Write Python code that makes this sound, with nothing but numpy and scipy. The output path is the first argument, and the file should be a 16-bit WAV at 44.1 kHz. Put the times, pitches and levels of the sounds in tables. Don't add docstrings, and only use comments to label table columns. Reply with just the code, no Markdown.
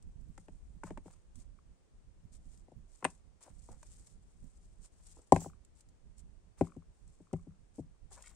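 import sys
import numpy as np
from scipy import signal
from scipy.fft import rfft, irfft
from scipy.io import wavfile
from scipy.ndimage import uniform_filter1d

SR = 44100
rng = np.random.default_rng(int(sys.argv[2]) if len(sys.argv) > 2 else 0)


def pcm_store(signal):
    levels = np.round(np.clip(np.atleast_2d(signal), -1, 1) * 32767)
    wavfile.write(sys.argv[1], SR, levels.astype(np.int16).T)


N = 368543
TIME = np.arange(N) / SR
SHORT = TIME[:SR // 4]


def undb(db):
    return 10 ** (np.asarray(db) / 20)


def pan(db):
    return undb(np.array([[db], [-db]]) / 2)


def add(track, s, sound):
    start = int(s * SR)
    track[:, start:start + sound.shape[1]] += sound[:, :N - start]


def colour(x, spectrum):
    size = 4096
    hz, db = np.transpose(spectrum)
    bin_hz = np.arange(size // 2 + 1) * SR / size
    gain = undb(np.interp(np.log(bin_hz + 1), np.log(hz), db))
    cepstrum = irfft(np.log(gain))[:size // 2]
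    cepstrum[1:] *= 2
    response = irfft(np.exp(rfft(cepstrum, size)))
    return signal.fftconvolve(x, response[None] / np.linalg.norm(response), axes=1)[:, :x.shape[1]]


def wander(rate):
    hold = int(SR / rate)
    steps = np.repeat(rng.standard_normal(N // hold + 1), hold)
    smooth = uniform_filter1d(uniform_filter1d(steps, hold), hold)[:N]
    return smooth / smooth.std()


def grains(rate, spread_db):
    noise = rng.standard_normal((2, N)) * undb(spread_db * wander(rate))
    return noise / noise.std()


def ring(tones, pitch=1, contact_ms=0, stretch=1):
    out = 0
    for k, (hz, db, swell_ms) in enumerate(tones):
        age = SHORT * 1000 / (swell_ms * stretch)
        contact_cycles = pitch * hz * contact_ms / 1000
        strength = (-1) ** k * undb(db) / np.hypot(1, contact_cycles ** 3.1)
        out = out + strength * age * np.exp(1 - age) * np.sin(2 * np.pi * pitch * hz * SHORT)
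    return out


def burst(spectrum, decay_s, apart):
    noise = rng.standard_normal((3, len(SHORT)))
    stereo = (noise[0] + apart * noise[1:]) / np.hypot(1, apart)
    return colour(stereo * np.exp(-SHORT / decay_s), spectrum)


def stroke(length):
    age = TIME[:int(2 * length * SR)] / (0.27 * length)
    return age * np.exp(1 - age)


def swell(length):
    return np.sin(np.pi * TIME[:int(length * SR)] / length)


def strokes(table, shape=stroke):
    loudness = np.zeros((1, N))
    for s, length, db in table:
        add(loudness, s, undb(db) * shape(length)[None])
    return loudness


# (time [s], level [dB])
BREEZE_LEVELS = [(0.0, -56.5), (.85, -57.5), (1.55, -63), (2.3, -61), (3.1, -64), (4.5, -58), (5.04, -63.5),
                 (8.36, -60.5)]
# (time [s], level [dB])
SWIRLS = [(.08, -46.5), (.225, -46.5), (0.298, -42.5), (0.761, -46.5), (1.381, -43), (2.252, -47.5),
          (2.47, -48.5), (2.776, -45.5), (3.52, -48.5), (3.719, -47.5), (4.446, -42)]
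# (frequency [Hz], level [dB])
RUMBLE_SPECTRUM = [(12, -11), (28, 4.5), (60, 1), (120, -12), (180, -13.5), (300, -26.5), (600, -41.5),
                   (1500, -59), (12000, -88)]
SWIRL_SPECTRUM = [(25, 6), (70, 1.5), (160, -3), (260, -10.5), (600, -57.5)]
AIR_SPECTRUM = [(100, -4), (400, -2), (1400, -14.5), (4000, -21.5), (8100, -18.5), (9300, -19),
                (10500, -40), (12500, -44.5), (14000, -62)]


def breeze():
    levels = np.array(BREEZE_LEVELS)
    level_db = np.interp(TIME, levels[:, 0], levels[:, 1])
    flutter_db = 9 * np.tanh([wander(24), wander(24)])
    gust = undb(level_db + flutter_db) * pan(db=-6.5)
    rumble = colour(rng.standard_normal((2, N)), RUMBLE_SPECTRUM) * gust
    swirl = colour(rng.standard_normal((1, N)), SWIRL_SPECTRUM)[0]
    for s, db in SWIRLS:
        rumble[1] += swirl * undb(db) * np.exp(-((TIME - s) / 0.019) ** 2)
    hiss = colour(rng.standard_normal((2, N)), AIR_SPECTRUM) * undb(-74.5) * pan(db=2.0)
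    return rumble + hiss


# (frequency [Hz], level [dB])
SLOPE_SPECTRUM = [(50, -14.5), (110, -1), (190, 2), (300, -8), (600, -15), (2000, -21), (8000, -19),
                  (14000, -28)]


def hillside_echo(sound, near_db=-19, near_s=0.012, far_db=-33, far_s=0.043):
    noise = rng.standard_normal((3, len(SHORT)))
    scatter = 0.87 * noise[0] + 0.42 * noise[1:]
    near, far = (undb(db) * scatter * np.exp(-SHORT / decay_s) * np.sqrt(2 / (decay_s * SR))
                 for db, decay_s in [(near_db, near_s), (far_db, far_s)])
    response = near + colour(far, SLOPE_SPECTRUM)
    echo = np.zeros((2, N))
    add(echo, s=0.007, sound=signal.fftconvolve(sound, response, axes=1)[:, :N])
    return echo


def crumbs(count=6000, centre_hz=8000, decay_s=0.0001):
    out, age = np.zeros((2, N)), SHORT[:SR // 200]
    for when, smallness, left_phase, right_phase, tone in rng.random((count, 5)):
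        hz = centre_hz * np.exp(0.3 * (2 * tone - 1))
        phase = np.array([[left_phase], [right_phase]])
        tick = np.exp(-age / decay_s) * np.sin(2 * np.pi * (hz * age + phase))
        add(out, when * TIME[-1], undb(-4 * np.log(smallness + 0.027)) * tick)
    ticks = colour(out, GRIT_SPECTRUM)
    return ticks / ticks.std()


# (time [s], length [s], level [dB])
CLOTH_RUSTLES = [(0, 1, -86.5), (1.335, 0.13, -74), (2.315, 0.07, -70.5), (2.38, 0.29, -76.5),
                 (2.86, 0.25, -73.5), (3.52, 0.31, -75), (3.77, 0.42, -70), (4.15, 0.74, -80),
                 (4.805, 0.085, -67.5), (4.88, 0.46, -71.5), (5.745, 0.084, -73), (6.16, 0.065, -76),
                 (6.9, 0.44, -81.5), (7.73, 0.09, -74)]
# (time [s], length [s], level [dB])
HEAVY_SCUFFS = [(.843, 0.073, -69.5), (1.031, 0.16, -74.5), (3.405, 0.099, -66), (6.57, 0.14, -69.5),
                (8.10, 0.2, -65.5), (8.235, 0.083, -69.5)]
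# (frequency [Hz], level [dB])
BRUSH_SPECTRUM = [(1200, -19), (3000, -15), (5200, -10), (7900, -4.5), (9100, -4), (10200, -17.5),
                  (12400, -23), (13500, -52.5)]
GRIND_SPECTRUM = [(150, -10), (450, -2.5), (1000, 1.5), (1450, -5.5), (2200, -6.5), (3500, -15),
                  (7000, -28)]


def scuffs(trickle_s=0.12, trickle_db=-32.5):
    trickles = [(s, trickle_s, grit_db + trickle_db) for s, *_, grit_db in ROCK_BLOWS]
    light = strokes(CLOTH_RUSTLES, swell) + strokes(trickles)
    heavy = strokes(HEAVY_SCUFFS)
    crackle = undb(0.9) * crumbs()
    hiss = colour(rng.standard_normal((2, N)), BRUSH_SPECTRUM)
    brush = (hiss + crackle) * undb(3 * wander(110)) * (light + heavy)
    sand = grains(rate=150, spread_db=4.5)
    sand = sand + 0.4 * sand[::-1]
    weight = undb(-13) * light + undb(-2.5) * heavy
    grind = colour(sand, GRIND_SPECTRUM) * undb(1.3 * wander(59)) * weight
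    return (brush + grind) * pan(db=3.5)


# (time [s], length [s], level [dB])
SAND_SPRAYS = [(5.395, 0.078, -51)]
# (frequency [Hz], level [dB])
SAND_SPECTRUM = [(4000, -16.5), (7800, 3), (10500, -17), (15000, -17)]


def sand_spray():
    return colour(grains(rate=400, spread_db=2), SAND_SPECTRUM) * strokes(SAND_SPRAYS)


# (time [s], level [dB])
TWIG_SNAPS = [(.025, -61), (.868, -60), (1.356, -55), (2.575, -62), (3.717, -58), (3.829, -53),
              (4.071, -56), (5.649, -61.5), (5.808, -58), (5.888, -63.5), (6.182, -59.5), (6.192, -59.5),
              (8.223, -49.5)]


def twigs():
    out = np.zeros((2, N))
    for s, db in TWIG_SNAPS:
        add(out, s, undb(db) * burst(GRIT_SPECTRUM, decay_s=0.0045, apart=9.8))
    return out


# (time [s], level [dB])
LOOSE_PEBBLES = [(1.136, -63), (1.588, -59.5), (5.4985, -57), (5.533, -58.5), (6.67, -51), (6.7202, -54),
                 (6.822, -62), (7.27, -64), (7.312, -62), (7.362, -60), (7.395, -63.5)]
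# (frequency [Hz], level [dB], swell time [ms])
PEBBLE_TONES = [(1080, -5, 1.6), (1280, -7, 1.1), (2230, -16, 1)]


def pebbles(per_blow=4, earliest_s=0.021, latest_s=0.21, heavy_force_db=-15.5):
    clicks = list(LOOSE_PEBBLES)
    for s, force_db, *_ in ROCK_BLOWS:
        db = -63.5 + 0.99 * (force_db - heavy_force_db)
        clicks += [(s + wait, db) for wait in rng.uniform(earliest_s, latest_s, per_blow)]
    out = np.zeros((2, N))
    for s, db in clicks:
        pitch = 1 + 0.081 * rng.standard_normal()
        add(out, s, undb(db) * ring(PEBBLE_TONES, pitch) * pan(db=7.0))
    return out


# (time [s], length [s], level [dB], pitch [ratio])
STONE_DRAGS = [(.853, 0.051, -59.5, 1.0), (3.46, 0.03, -62, .55), (3.698, 0.068, -66, 0.79),
               (5.164, 0.052, -62, 0.5), (8.109, 0.025, -60, 0.695), (8.163, 0.032, -58.5, .95),
               (8.234, .055, -62, 2.12)]


def drags(detunes=(-0.07, 0.07)):
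    out = np.zeros((2, N))
    chatter = grains(rate=330, spread_db=4.0)
    for s, length, db, pitch in STONE_DRAGS:
        push = undb(db) * stroke(length)
        for point, detune in enumerate(detunes):
            body = ring(SLAB_TONES, pitch * (1 + detune), contact_ms=0.45 / pitch)
            slips = chatter[point, int(s * SR):][:len(push)] * push
            add(out, s, signal.fftconvolve(slips, body / np.linalg.norm(body)) * pan(db=4.0))
    return out / np.sqrt(len(detunes))


# (frequency [Hz], level [dB], swell time [ms])
EDGE_TONES = [(8150, -12, 3.3), (8560, -1, 0.89), (8850, -10, 3.6)]


def chink():
    out = np.zeros((2, N))
    add(out, s=3.0445, sound=undb(-31.5) * ring(EDGE_TONES) * pan(db=12.5))
    return out


# (time [s], level [dB], pitch [ratio], contact time [ms])
SLAB_CLACKS = [(.378, -54.5, .84, 0.48), (.834, -42, 0.91, 0.59), (0.973, -46.5, 0.92, 0.79),
               (1.08, -56.5, 0.83, 0.89), (3.0491, -30, 1, .15), (3.829, -58, 0.97, 0.37),
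               (5.3627, -42, 0.96, .15), (5.445, -50, 0.75, .9)]
# (frequency [Hz], level [dB], swell time [ms])
SLAB_TONES = [(630, -3.5, 3.2), (960, 0.5, 2.1), (1160, -1.5, 1.2), (1642, -2, 1.5), (2020, -11, 1.2),
              (2430, -9.5, 1.2), (2480, -13.5, 4.1), (2630, -8, 1.8)]


def clacks():
    out = np.zeros((2, N))
    for s, db, pitch, contact_ms in SLAB_CLACKS:
        add(out, s, undb(db) * ring(SLAB_TONES, pitch, contact_ms) * pan(db=3.0))
    return out


# (time [s], force [dB], contact time [ms], pitch [ratio], thud level [dB],
# thud length [ratio], crack level [dB], grit level [dB])
ROCK_BLOWS = [(.378, -50, 2.7, 1.12, -59, 1.8, -54.5, -53.5),
              (0.483, -47.5, 1.7, 1.12, -59, 1.13, -56.5, -69),
              (.836, -38.5, 2.2, 1.13, -47, 1.16, -48.5, -51.5),
              (0.906, -35.5, 1.9, 1.15, -49, 1.1, -52, -64),
              (0.9747, -40, 3.1, 0.96, -58, 0.73, -49, -60.5),
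              (1.057, -44, 2.14, 1.15, -54.5, 1.3, -69, -83), (2.682, -55, 1.66, 0.95, -70, 1.1, -78, -86),
              (2.718, -52.5, 1.6, 0.92, -62, 1.5, -80, -73),
              (3.0253, -44.5, 0.72, 1.37, -52, 1, -53.5, -68),
              (3.0439, -39.5, 0.8, 1.15, -50, .6, -33.5, -40.5),
              (3.0496, -28, 0.87, .97, -50, 1.39, -22, -42.5),
              (3.687, -50.5, 1.1, 1.23, -58.5, 0.77, -70, -71),
              (5.3215, -10.5, .35, 1.015, -23.5, 0.89, -30, -27.5),
              (5.3614, -29, 1, 1.01, -31, 0.74, -35, -40), (5.417, -47.5, 1.26, 1.09, -48.5, 1.1, -61, -64),
              (5.4595, -39, 1.29, 1.02, -48, 1.65, -66, -69.5),
              (6.61, -15.5, 1.95, 1.02, -28.5, 0.79, -39.5, -50),
              (6.765, -33.5, 3.76, 0.95, -47, 1.1, -70, -68),
              (7.202, -44.5, 3.15, 1.13, -59.5, 1.4, -82.5, -89.5),
              (7.33, -24, 3.46, 0.97, -31, 0.65, -65, -49.5),
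              (7.3353, -30, 2.05, 0.98, -43, 2.1, -51, -64.5),
              (7.469, -36.5, 4.13, 1.05, -50, 1.74, -91.5, -95.5),
              (7.783, -28, 3.74, 1.095, -56, 0.71, -71.5, -69),
              (7.7913, -32, 2.77, 0.88, -44.5, 1.8, -77, -68)]
# (frequency [Hz], level [dB], swell time [ms])
ROCK_TONES = [(245.9, -7.5, 3.5), (296, -12, 5.5), (375, -7.5, 3.47), (540, -6, 2.8), (652, -11, 4),
              (772.3, -1, 2.5), (981, -4, 1.9)]
GROUND_TONES = [(87.03, -7, 9.7), (148, -1, 6.5), (177.9, -6, 8.5), (52, -15, 13)]
# (frequency [Hz], level [dB])
CRACK_SPECTRUM = [(600, -24), (1100, -3), (1650, -1), (2100, 0), (2650, -8), (3400, -15), (6000, -26),
                  (14000, -55)]
GRIT_SPECTRUM = [(1500, -20.5), (3500, -16), (6200, -8), (7700, -0.5), (8900, -4), (10200, -20.5),
                 (12500, -21.5), (13400, -38), (15000, -54)]


def rocks(ground_lag_s=0.006):
    out = np.zeros((2, N))
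    side = pan(db=5.0)
    for s, force_db, contact_ms, pitch, thud_db, stretch, crack_db, grit_db in ROCK_BLOWS:
        add(out, s, undb(force_db) * ring(ROCK_TONES, pitch, contact_ms) * side)
        add(out, s, undb(crack_db) * burst(CRACK_SPECTRUM, decay_s=0.0032, apart=1.7) * pan(db=0.5))
        add(out, s, undb(grit_db) * burst(GRIT_SPECTRUM, decay_s=0.0037, apart=4))
        add(out, s + ground_lag_s, undb(thud_db) * ring(GROUND_TONES, pitch, stretch=stretch) * side)
    return out


def scene():
    echoing = rocks() + clacks() + chink() + pebbles() + twigs() + drags()
    return echoing + hillside_echo(echoing) + scuffs() + sand_spray() + breeze()


def record(dry, top_hz=15600):
    return signal.sosfilt(signal.ellip(8, 0.2, 70, top_hz, fs=SR, output="sos"), dry)


dry = scene()
out = record(dry)
pcm_store(out)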